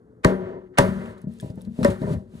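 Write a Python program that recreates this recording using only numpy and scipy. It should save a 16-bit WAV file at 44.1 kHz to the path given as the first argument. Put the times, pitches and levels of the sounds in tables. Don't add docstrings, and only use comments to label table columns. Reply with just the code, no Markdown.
import sys
import numpy as np
from scipy import signal
from scipy.fft import rfft, irfft, next_fast_len
from scipy.io import wavfile

SR = 44100
rng = np.random.default_rng(int(sys.argv[2]) if len(sys.argv) > 2 else 0)


def digitize_waveform(pressure):
    field = np.atleast_2d(pressure).T
    bounded = np.clip(field, -1, 1)
    quanta = np.round(bounded * 32767).astype(np.int16)
    wavfile.write(sys.argv[1], SR, quanta)


N = 105840


# [f/Hz, level/dB per Hz]
MURMUR_COLOUR = [(15, -39), (40, -4), (207, -12), (271, 1), (301, -11), (415, -10.5), (811, -33.5),
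                 (1120, -17.5), (1280, -17), (1500, -58), (15000, -52)]
MURMUR_DB = -55
# [f/Hz, rms level/dB]
HUM_TONES = [(118.4, -63), (177.6, -61), (269.2, -67), (436.0, -62), (489.9, -72.5), (1093, -83.5)]
HUM_WIDTH_HZ = 6

# [f/Hz, level/dB, time to fall 60 dB/s]
CLINK_MODES = [(1701, -3, .035), (3402, 1, .014), (5190, -6, .015), (6864, -3, .013), (8400, -5, .012)]
CLINK_S, CLINK_DB = 1.4, -40

# [t/s, level/dB]
SLIDE_LEVELS = [
    [(0.88, -50), (0.918, -58), (1.108, -61.5), (1.172, -75.5), (1.18, -62.5), (1.202, -73.5), (1.22, -67),
     (1.228, -69), (1.28, -94.5)],
    [(1.31, -70), (1.316, -65.5), (1.4, -65), (1.408, -57), (1.51, -62), (1.532, -73), (1.606, -65),
     (1.616, -65), (1.644, -69), (1.65, -61), (1.682, -76), (1.81, -53.5)],
    [(1.88, -47.5), (1.896, -53), (1.904, -43), (1.934, -55), (1.98, -62.5), (2.026, -55), (2.054, -57.5),
     (2.136, -49.5), (2.158, -62.5), (2.268, -80), (2.354, -62), (2.39, -60.5)],
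]
# [f/Hz, level/dB per Hz]
HISS_COLOUR = [(2000, -1), (2700, 2.5), (4000, 0.5), (5500, -5.5), (10700, -2.5), (15000, -11.5)]
EDGE_S, EDGE_DROP_DB = 0.033, 4.5

# [f/Hz, level/dB, time to fall 60 dB/s]
BOARD_MODES = [(255.5, -3, 0.11), (321.3, -8.5, 0.13), (400.8, -2, 0.14), (504, -6, 0.18),
               (566.1, -3.5, 0.16), (630.8, -3, 0.17), (799, -17.5, 0.23), (893, -12, 0.14),
               (976.4, -1.5, .1), (1135, -8.5, 0.11), (1270, -1, 0.024), (1572, -2.5, 0.031),
               (1740, -5, .045), (1831, -2, 0.066), (2066, -5.5, 0.048)]
# [f/Hz, level/dB, time to fall 60 dB/s]
WORKTOP_MODES = [(69.4, -6, 0.088), (90.5, -1.5, 0.11), (113, -4, 0.1), (148.5, -6.5, 0.18),
                 (192.1, -3, 0.23), (229.5, -7.5, 0.37)]
# [f/Hz, level/dB, time to fall 60 dB/s]
COUNTER_MODES = [(151, -10, .4), (189, -1, .6), (455, -14, .7), (797, -20, .6), (365, -11.5, 1.3),
                 (377.6, -12.5, 1.3)]
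MODE_SPREAD_DB = 2.5

# [t/s, boom level/dB, board level/dB, rattle level/dB]
SHUDDER_LEVELS = [
    [(0.295, -44.5, -21.5, -34), (0.381, -38, -37.5, -47), (0.487, -43.5, -37, -47),
     (0.577, -45.5, -40.5, -57.5), (0.607, -58, -50, -60), (0.631, -54.5, -50.5, -63),
     (0.665, -55, -68, -65), (0.677, -55.5, -58, -62), (0.707, -63, -60, -96), (0.745, -57, -72.5, -54.5)],
    [(0.835, -26, -24.5, -37.5), (0.945, -34, -40.5, -43.5), (1.071, -39, -39.5, -46),
     (1.181, -55.5, -53.5, -55.5), (1.267, -34, -61, -69.5), (1.301, -36.5, -56.5, -78),
     (1.309, -50.5, -65.5, -62.5), (1.323, -52, -72, -73), (1.337, -60, -68, -65), (1.38, -50, -81, -73)],
    [(1.41, -53, -61.5, -70), (1.43, -36.5, -44, -69), (1.57, -41.5, -60, -75),
     (1.582, -45.5, -52.5, -59.5), (1.646, -44.5, -59, -83), (1.672, -31, -58.5, -63),
     (1.712, -48.5, -74, -85), (1.748, -48.5, -61, -70), (1.794, -44.5, -38, -62.5),
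     (1.805, -20.5, -39.5, -58)],
    [(1.895, -23.5, -26.5, -49), (1.941, -36, -42.5, -48), (2.003, -40.5, -54.5, -54.5),
     (2.023, -31, -31.5, -50), (2.147, -27, -38, -46), (2.221, -42, -55, -81.5), (2.307, -51.5, -64, -86),
     (2.323, -48.5, -72.5, -69.5), (2.337, -37.5, -52, -68), (2.39, -45, -53.5, -60)],
]
SHUDDER_PER_S, SHUDDER_GRAIN_DB = 2500, 2.5
RUB_DAMPING = 0.4
# [f/Hz, level/dB per Hz]
RUSTLE_COLOUR = [(650, -7), (850, 1.5), (1300, 3), (1900, -5.5), (2400, -6), (3500, -23), (6000, -29.5),
                 (10000, -36)]
RATTLE_PER_S, RATTLE_GRAIN_DB = 670, 3
RATTLE_RING_DB, RUSTLE_DB = -4.5, -3.5
RATTLE_LOW_HZ = 850

# [t/s, level/dB, f/Hz]
TICK_EVENTS = [(1.059, -37.5, 2680), (1.1807, -56.5, 3920), (1.2171, -39.5, 10500), (1.3234, -46.5, 13500),
               (1.3384, -43, 10300), (1.3877, -47, 7600), (1.407, -34, 10700), (1.4119, -34.5, 8700),
               (1.4607, -42, 13500), (1.503, -46, 4870), (1.5577, -42, 12500), (1.6104, -46, 3620),
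               (1.6174, -34.5, 11100), (1.6224, -45, 9500), (1.6513, -45, 4100), (1.7873, -52, 11500),
               (1.7983, -42.5, 14000), (1.9041, -36, 2470), (2.0187, -40, 3870)]
TICK_CYCLES = 24
# [f/Hz, level/dB per Hz]
SNAP_COLOUR = [(2500, -14), (8000, -5), (15000, 7)]
SNAP_DB, SNAP_T60_S = -8.5, 0.011

# [t/s, level/dB, f/Hz, board ring level/dB]
KNOCK_EVENTS = [(1.241, -23, 196, -46.5), (1.271, -18.5, 210.6, -47.5), (1.428, -19, 175, -36),
                (1.445, -19.5, 190, -43), (1.500, -23.5, 141.4, -36.5), (1.576, -20, 238, -40.5),
                (1.673, -24, 231, -53), (1.789, -12, 230, -29), (1.808, -16.5, 183, -28.5),
                (1.885, -10.5, 183, -26), (2.017, -13.5, 188, -29), (2.043, -14, 170, -37.5),
                (2.074, -47.5, 188, -27.5), (2.110, -9, 191, -37.5), (2.135, -14, 207, -34.5),
                (2.338, -34, 222, -51.5), (2.351, -28, 215.5, -52.5)]
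KNOCK_CYCLES, KNOCK_RISE_S = 8, 0.0013
KNOCK_SAG = 0.45
KNOCK_CONTACT_HZ = 648

# [start t/s, end t/s, end level/dB, time to swell by 60 dB/s]
SWELL_EVENTS = [(0.232, 0.2480, -20, 0.026), (0.773, 0.786, -12, 0.04)]
# [f/Hz, level/dB per Hz]
SWELL_COLOUR = [(300, -7), (700, -7), (1500, -5.5), (2500, -6.5), (4000, -21.5), (8000, -26.5),
                (11000, -37)]
SWELL_FADE_IN_S = 0.0015

# [t/s, crack level/dB, board level/dB, favoured board f/Hz, thud level/dB, thud f/Hz,
#  counter level/dB, room tail level/dB]
CHOP_EVENTS = [(0.2463, -5.5, -12.5, 657, -6, 141.8, -17, -30.5),
               (0.7850, 1, -10.5, 603, -11, 122.8, -23.5, -23),
               (1.8301, -23.5, -48.5, 1810, -23.5, 120, -35.5, -33),
               (1.8465, -11.5, -20, 567.2, -9.5, 202.4, -27.5, -38.5)]
# [f/Hz, level/dB per Hz]
CRACK_COLOUR = [(300, -11), (1000, 8.5), (1900, -1), (2600, -20), (4200, -2.5), (5600, -17.5),
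                (7000, -11.5), (10000, -13.5), (13000, -17.5), (16000, -25)]
CRACK_T60_S, CRACK_RISE_HZ = 0.012, 395
CHOP_CONTACT_HZ = 2600
BOARD_LAG_S, THUD_LAG_S = 0.00308, 0.00395
FAVOUR_DB, FAVOUR_OCTAVES = 17.5, 0.019
THUD_CYCLES, PUSH_DB = 3.0, -8
GLIDE, GLIDE_S = 3.2, 0.0017
# [f/Hz, level/dB per Hz]
TAIL_COLOUR = [(60, -13), (200, -13.5), (600, -27), (1100, -9), (2000, -17), (2700, -19.5), (8400, -29),
               (11000, -32), (15000, -43)]
# [f/Hz, time to fall 60 dB/s]
ROOM_T60 = [(60, 0.7), (250, 0.27), (1000, 0.41), (3000, 0.22), (8000, 0.16), (15000, 0.51)]

# [f/Hz, likeness from 0 to 1]
STEREO_LIKENESS = [(60, 0.74), (240, 1), (950, 0.96), (3770, 0.45), (15000, 1)]
# [f/Hz, phase/radians]
PORT_LEAD = [(0, 0), (340, -.7), (1030, -2.0), (1980, -1.2), (2330, -2.5), (3100, -2.6), (3880, -.4),
             (5940, 0), (7750, -.3), (8600, -.9), (11500, -2.6), (14200, -3.2), (16000, -3.1)]
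# [f/Hz, difference/dB]
PORT_LEVELS = [(60, 0.5), (110, 2.5), (200, 3), (380, 6), (700, -2.5), (1290, 1.5), (2380, -0.5),
               (4400, 2.5), (8120, -0.5), (15000, 1.5)]
BASS_CUT_HZ, CUTOFF_HZ = 42, 16400
TOP = 0.95


def amp(db):
    return 10 ** (np.asarray(db) / 20)


def rms_one(x):
    return x / np.sqrt(np.mean(x ** 2) + 1e-20)


def at_hz(points, hz):
    points = np.array(points)
    return np.interp(np.log(hz), np.log(points[:, 0]), points[:, 1])


def seconds_since(s):
    return np.maximum(np.arange(N) / SR - s, 0)


def clicks(s, gain):
    out = np.full(N, 1e-18)
    np.add.at(out, (np.asarray(s) * SR).astype(int), gain)
    return out


def fade(x, t60):
    return signal.lfilter([1], [1, -amp(-60 / (t60 * SR))], x)


def soften(x, hz):
    return signal.sosfilt(signal.butter(2, hz, fs=SR, output="sos"), x)


def ring(x, hz, t60):
    r, w = amp(-60 / (t60 * SR)), 2 * np.pi * hz / SR
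    return signal.lfilter([0, np.sin(w)], [1, -2 * r * np.cos(w), r * r], x)


def lean(k):
    side = (-1) ** (k // 2)
    return amp(MODE_SPREAD_DB * side * np.array([[.5], [-.5]]))


def ring_all(modes, x, t60_share=1):
    return sum(amp(db) * (-1) ** k * lean(k) * ring(x, hz, t60 * t60_share)
               for k, (hz, db, t60) in enumerate(modes))


def strike(modes, s, db, scatter_db, favoured_hz=None):
    draw = rng.standard_normal((len(s), 2, len(modes)))
    out = 0
    for k, (hz, mode_db, t60) in enumerate(modes):
        lift_db = 0
        if favoured_hz is not None:
            octaves_away = np.log2(hz / favoured_hz)
            lift_db = FAVOUR_DB * np.exp(-(octaves_away / FAVOUR_OCTAVES) ** 2)
        strength = amp(db + mode_db + lift_db + scatter_db * draw[:, 0, k])
        sign = np.sign(draw[:, 1, k])
        out = out + lean(k) * ring(clicks(s, strength * sign), hz, t60)
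    return out


def grains(per_s, grain_db):
    sizes = amp(grain_db * np.minimum(rng.exponential(1, N), 5)) * rng.choice([-1, 1], N)
    return rms_one(sizes * (rng.random(N) < per_s / SR))


def banded_noise(colour, envelope):
    out, power = 0, 0
    edges = 25 * 2 ** np.arange(0, 9.6, .5)
    white = rng.standard_normal((2, 2, N))
    for k, (low, high) in enumerate(zip(edges, edges[1:])):
        if high < colour[0][0]:
            continue
        hz = np.sqrt(low * high)
        band = signal.butter(2, [low, high], "band", fs=SR, output="sos")
        mid, side = signal.sosfilt(band, white[k % 2])
        alike = np.clip(at_hz(STEREO_LIKENESS, hz), 0, 1)
        gain = amp(at_hz(colour, hz))
        power += gain ** 2 * (high - low) * 2 / SR
        stereo = np.sqrt((1 + alike) / 2) * mid + np.sqrt((1 - alike) / 2) * side * [[1], [-1]]
        out = out + gain * envelope(hz) * stereo
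    return out / np.sqrt(power)


def levels(tables):
    t = np.arange(N) / SR
    total = 0
    for s, *columns in map(np.transpose, tables):
        start, end = s[0] - EDGE_S, s[-1] + EDGE_S
        active = (t > start) * (t < end)
        gains = []
        for db in columns:
            edged_db = [db[0] - EDGE_DROP_DB, *db, db[-1] - EDGE_DROP_DB]
            gains.append(amp(np.interp(t, [start, *s, end], edged_db)) * active)
        total = total + np.array(gains)
    return total


def hum():
    tones = 0
    t60 = np.log(1000) / np.pi / HUM_WIDTH_HZ
    for hz, db in HUM_TONES:
        tone = ring(rng.standard_normal(N + SR), hz, t60)[SR:]
        tones = tones + amp(db) * rms_one(tone)
    return tones + amp(MURMUR_DB) * banded_noise(MURMUR_COLOUR, lambda hz: 1)


def clink():
    return strike(CLINK_MODES, [CLINK_S], CLINK_DB, scatter_db=0)


def slide():
    gain, = levels(SLIDE_LEVELS)
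    return banded_noise(HISS_COLOUR, lambda hz: gain)


def rattle(gain):
    rings = 0
    for k, (hz, db, t60) in enumerate(BOARD_MODES):
        if hz > RATTLE_LOW_HZ:
            shaken = ring(grains(RATTLE_PER_S, RATTLE_GRAIN_DB), hz, t60)
            rings = rings + amp(db) * lean(k) * rms_one(shaken)
    rustle = banded_noise(RUSTLE_COLOUR, lambda hz: gain)
    return gain * amp(RATTLE_RING_DB) * rms_one(rings) + amp(RUSTLE_DB) * rustle


def worktop_body(x):
    return ring_all(WORKTOP_MODES, x)


def rubbed_board_body(x):
    return soften(ring_all(BOARD_MODES, x, RUB_DAMPING), KNOCK_CONTACT_HZ)


def shudder():
    touch = grains(SHUDDER_PER_S, SHUDDER_GRAIN_DB)
    boom_gain, board_gain, rattle_gain = levels(SHUDDER_LEVELS)
    rings = 0
    for gain, body in ((boom_gain, worktop_body), (board_gain, rubbed_board_body)):
        loudness = np.linalg.norm(body(clicks([0], 0.97)).mean(axis=0))
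        rings = rings + body(gain * touch + 1e-18) / loudness
    return rings + rattle(rattle_gain)


def ticks():
    s, db, pitch_hz = np.transpose(TICK_EVENTS)
    rings = sum(ring(clicks([t], amp(d)), hz, TICK_CYCLES / hz) for t, d, hz in zip(s, db, pitch_hz))
    snap = fade(clicks(s, amp(db + SNAP_DB)), SNAP_T60_S)
    return rings + banded_noise(SNAP_COLOUR, lambda hz: snap)


def bump(s, db, hz):
    t = seconds_since(s)
    life = KNOCK_CYCLES / hz / np.log(1000)
    sunk_time = t - 2 * life * (1 - np.exp(-t / (2 * life)))
    phase = 2 * np.pi * hz * (t - KNOCK_SAG * sunk_time)
    return amp(db) * (1 - np.exp(-t / KNOCK_RISE_S)) * np.exp(-t / life) * np.sin(phase)


def knocks():
    s, db, pitch_hz, ring_db = np.transpose(KNOCK_EVENTS)
    bumps = sum(bump(t, d, hz) for t, d, hz in zip(s, db, pitch_hz))
    wood = strike(BOARD_MODES, s, ring_db, scatter_db=5.5)
    return bumps + soften(soften(wood, KNOCK_CONTACT_HZ), KNOCK_CONTACT_HZ)


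def swells():
    swell = 0
    for start_s, end_s, db, rise_s in SWELL_EVENTS:
        growth = fade(clicks([end_s], amp(db))[::-1], rise_s)[::-1]
        fade_in = np.clip((np.arange(N) / SR - start_s) / SWELL_FADE_IN_S, 0, 1) ** 2
        swell = swell + growth * fade_in
    return banded_noise(SWELL_COLOUR, lambda hz: swell)


def thump(s, db, hz):
    t = seconds_since(s)
    glided_time = t + GLIDE * GLIDE_S * (1 - np.exp(-t / GLIDE_S))
    turn = np.pi * np.clip(glided_time * hz / THUD_CYCLES, 0, 1)
    flex = np.sin(2 * THUD_CYCLES * turn)
    push = amp(PUSH_DB) * np.sin(2 * turn)
    return amp(db) * np.abs(np.sin(turn)) ** .5 * (flex + push)


def chops():
    (s, crack_db, board_db, favoured_hz, thud_db, thud_hz,
     counter_db, tail_db) = np.transpose(CHOP_EVENTS)
    late_s = s + THUD_LAG_S
    burst = soften(fade(clicks(s, amp(crack_db)), CRACK_T60_S), CRACK_RISE_HZ)
    crack = banded_noise(CRACK_COLOUR, lambda hz: burst)
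    wood = strike(BOARD_MODES, s + BOARD_LAG_S, board_db, 2.0, favoured_hz)
    steel = sum(lean(k) * ring(clicks(late_s, amp(counter_db + db)), hz, t60)
                for k, (hz, db, t60) in enumerate(COUNTER_MODES))
    thud = sum(thump(t, db, hz) for t, db, hz in zip(late_s, thud_db, thud_hz))
    room_hits = clicks(late_s, amp(tail_db))
    tail = banded_noise(TAIL_COLOUR, lambda hz: fade(room_hits, at_hz(ROOM_T60, hz)))
    return crack + soften(wood, CHOP_CONTACT_HZ) + steel + soften(thud, KNOCK_CONTACT_HZ) + tail


def scene():
    background = hum() + clink()
    blade_work = slide() + shudder() + ticks() + knocks()
    return background + blade_work + swells() + chops()


def record(dry):
    size = next_fast_len(N + 4096)
    hz = np.arange(size // 2 + 1) * SR / size
    lead = np.interp(hz, *np.transpose(PORT_LEAD))
    balance_db = np.interp(hz, *np.transpose(PORT_LEVELS))
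    half = np.exp(.5j * lead) * amp(balance_db / 2)
    ports = irfft(rfft(dry, size) * [half, 1 / half], size)[:, :N]
    ports = signal.sosfilt(signal.butter(3, BASS_CUT_HZ, "high", fs=SR, output="sos"), ports)
    rounded = TOP * np.tanh(ports / TOP)
    return signal.sosfilt(signal.cheby2(12, 70, CUTOFF_HZ, fs=SR, output="sos"), rounded)


dry = scene()
out = record(dry)
digitize_waveform(out)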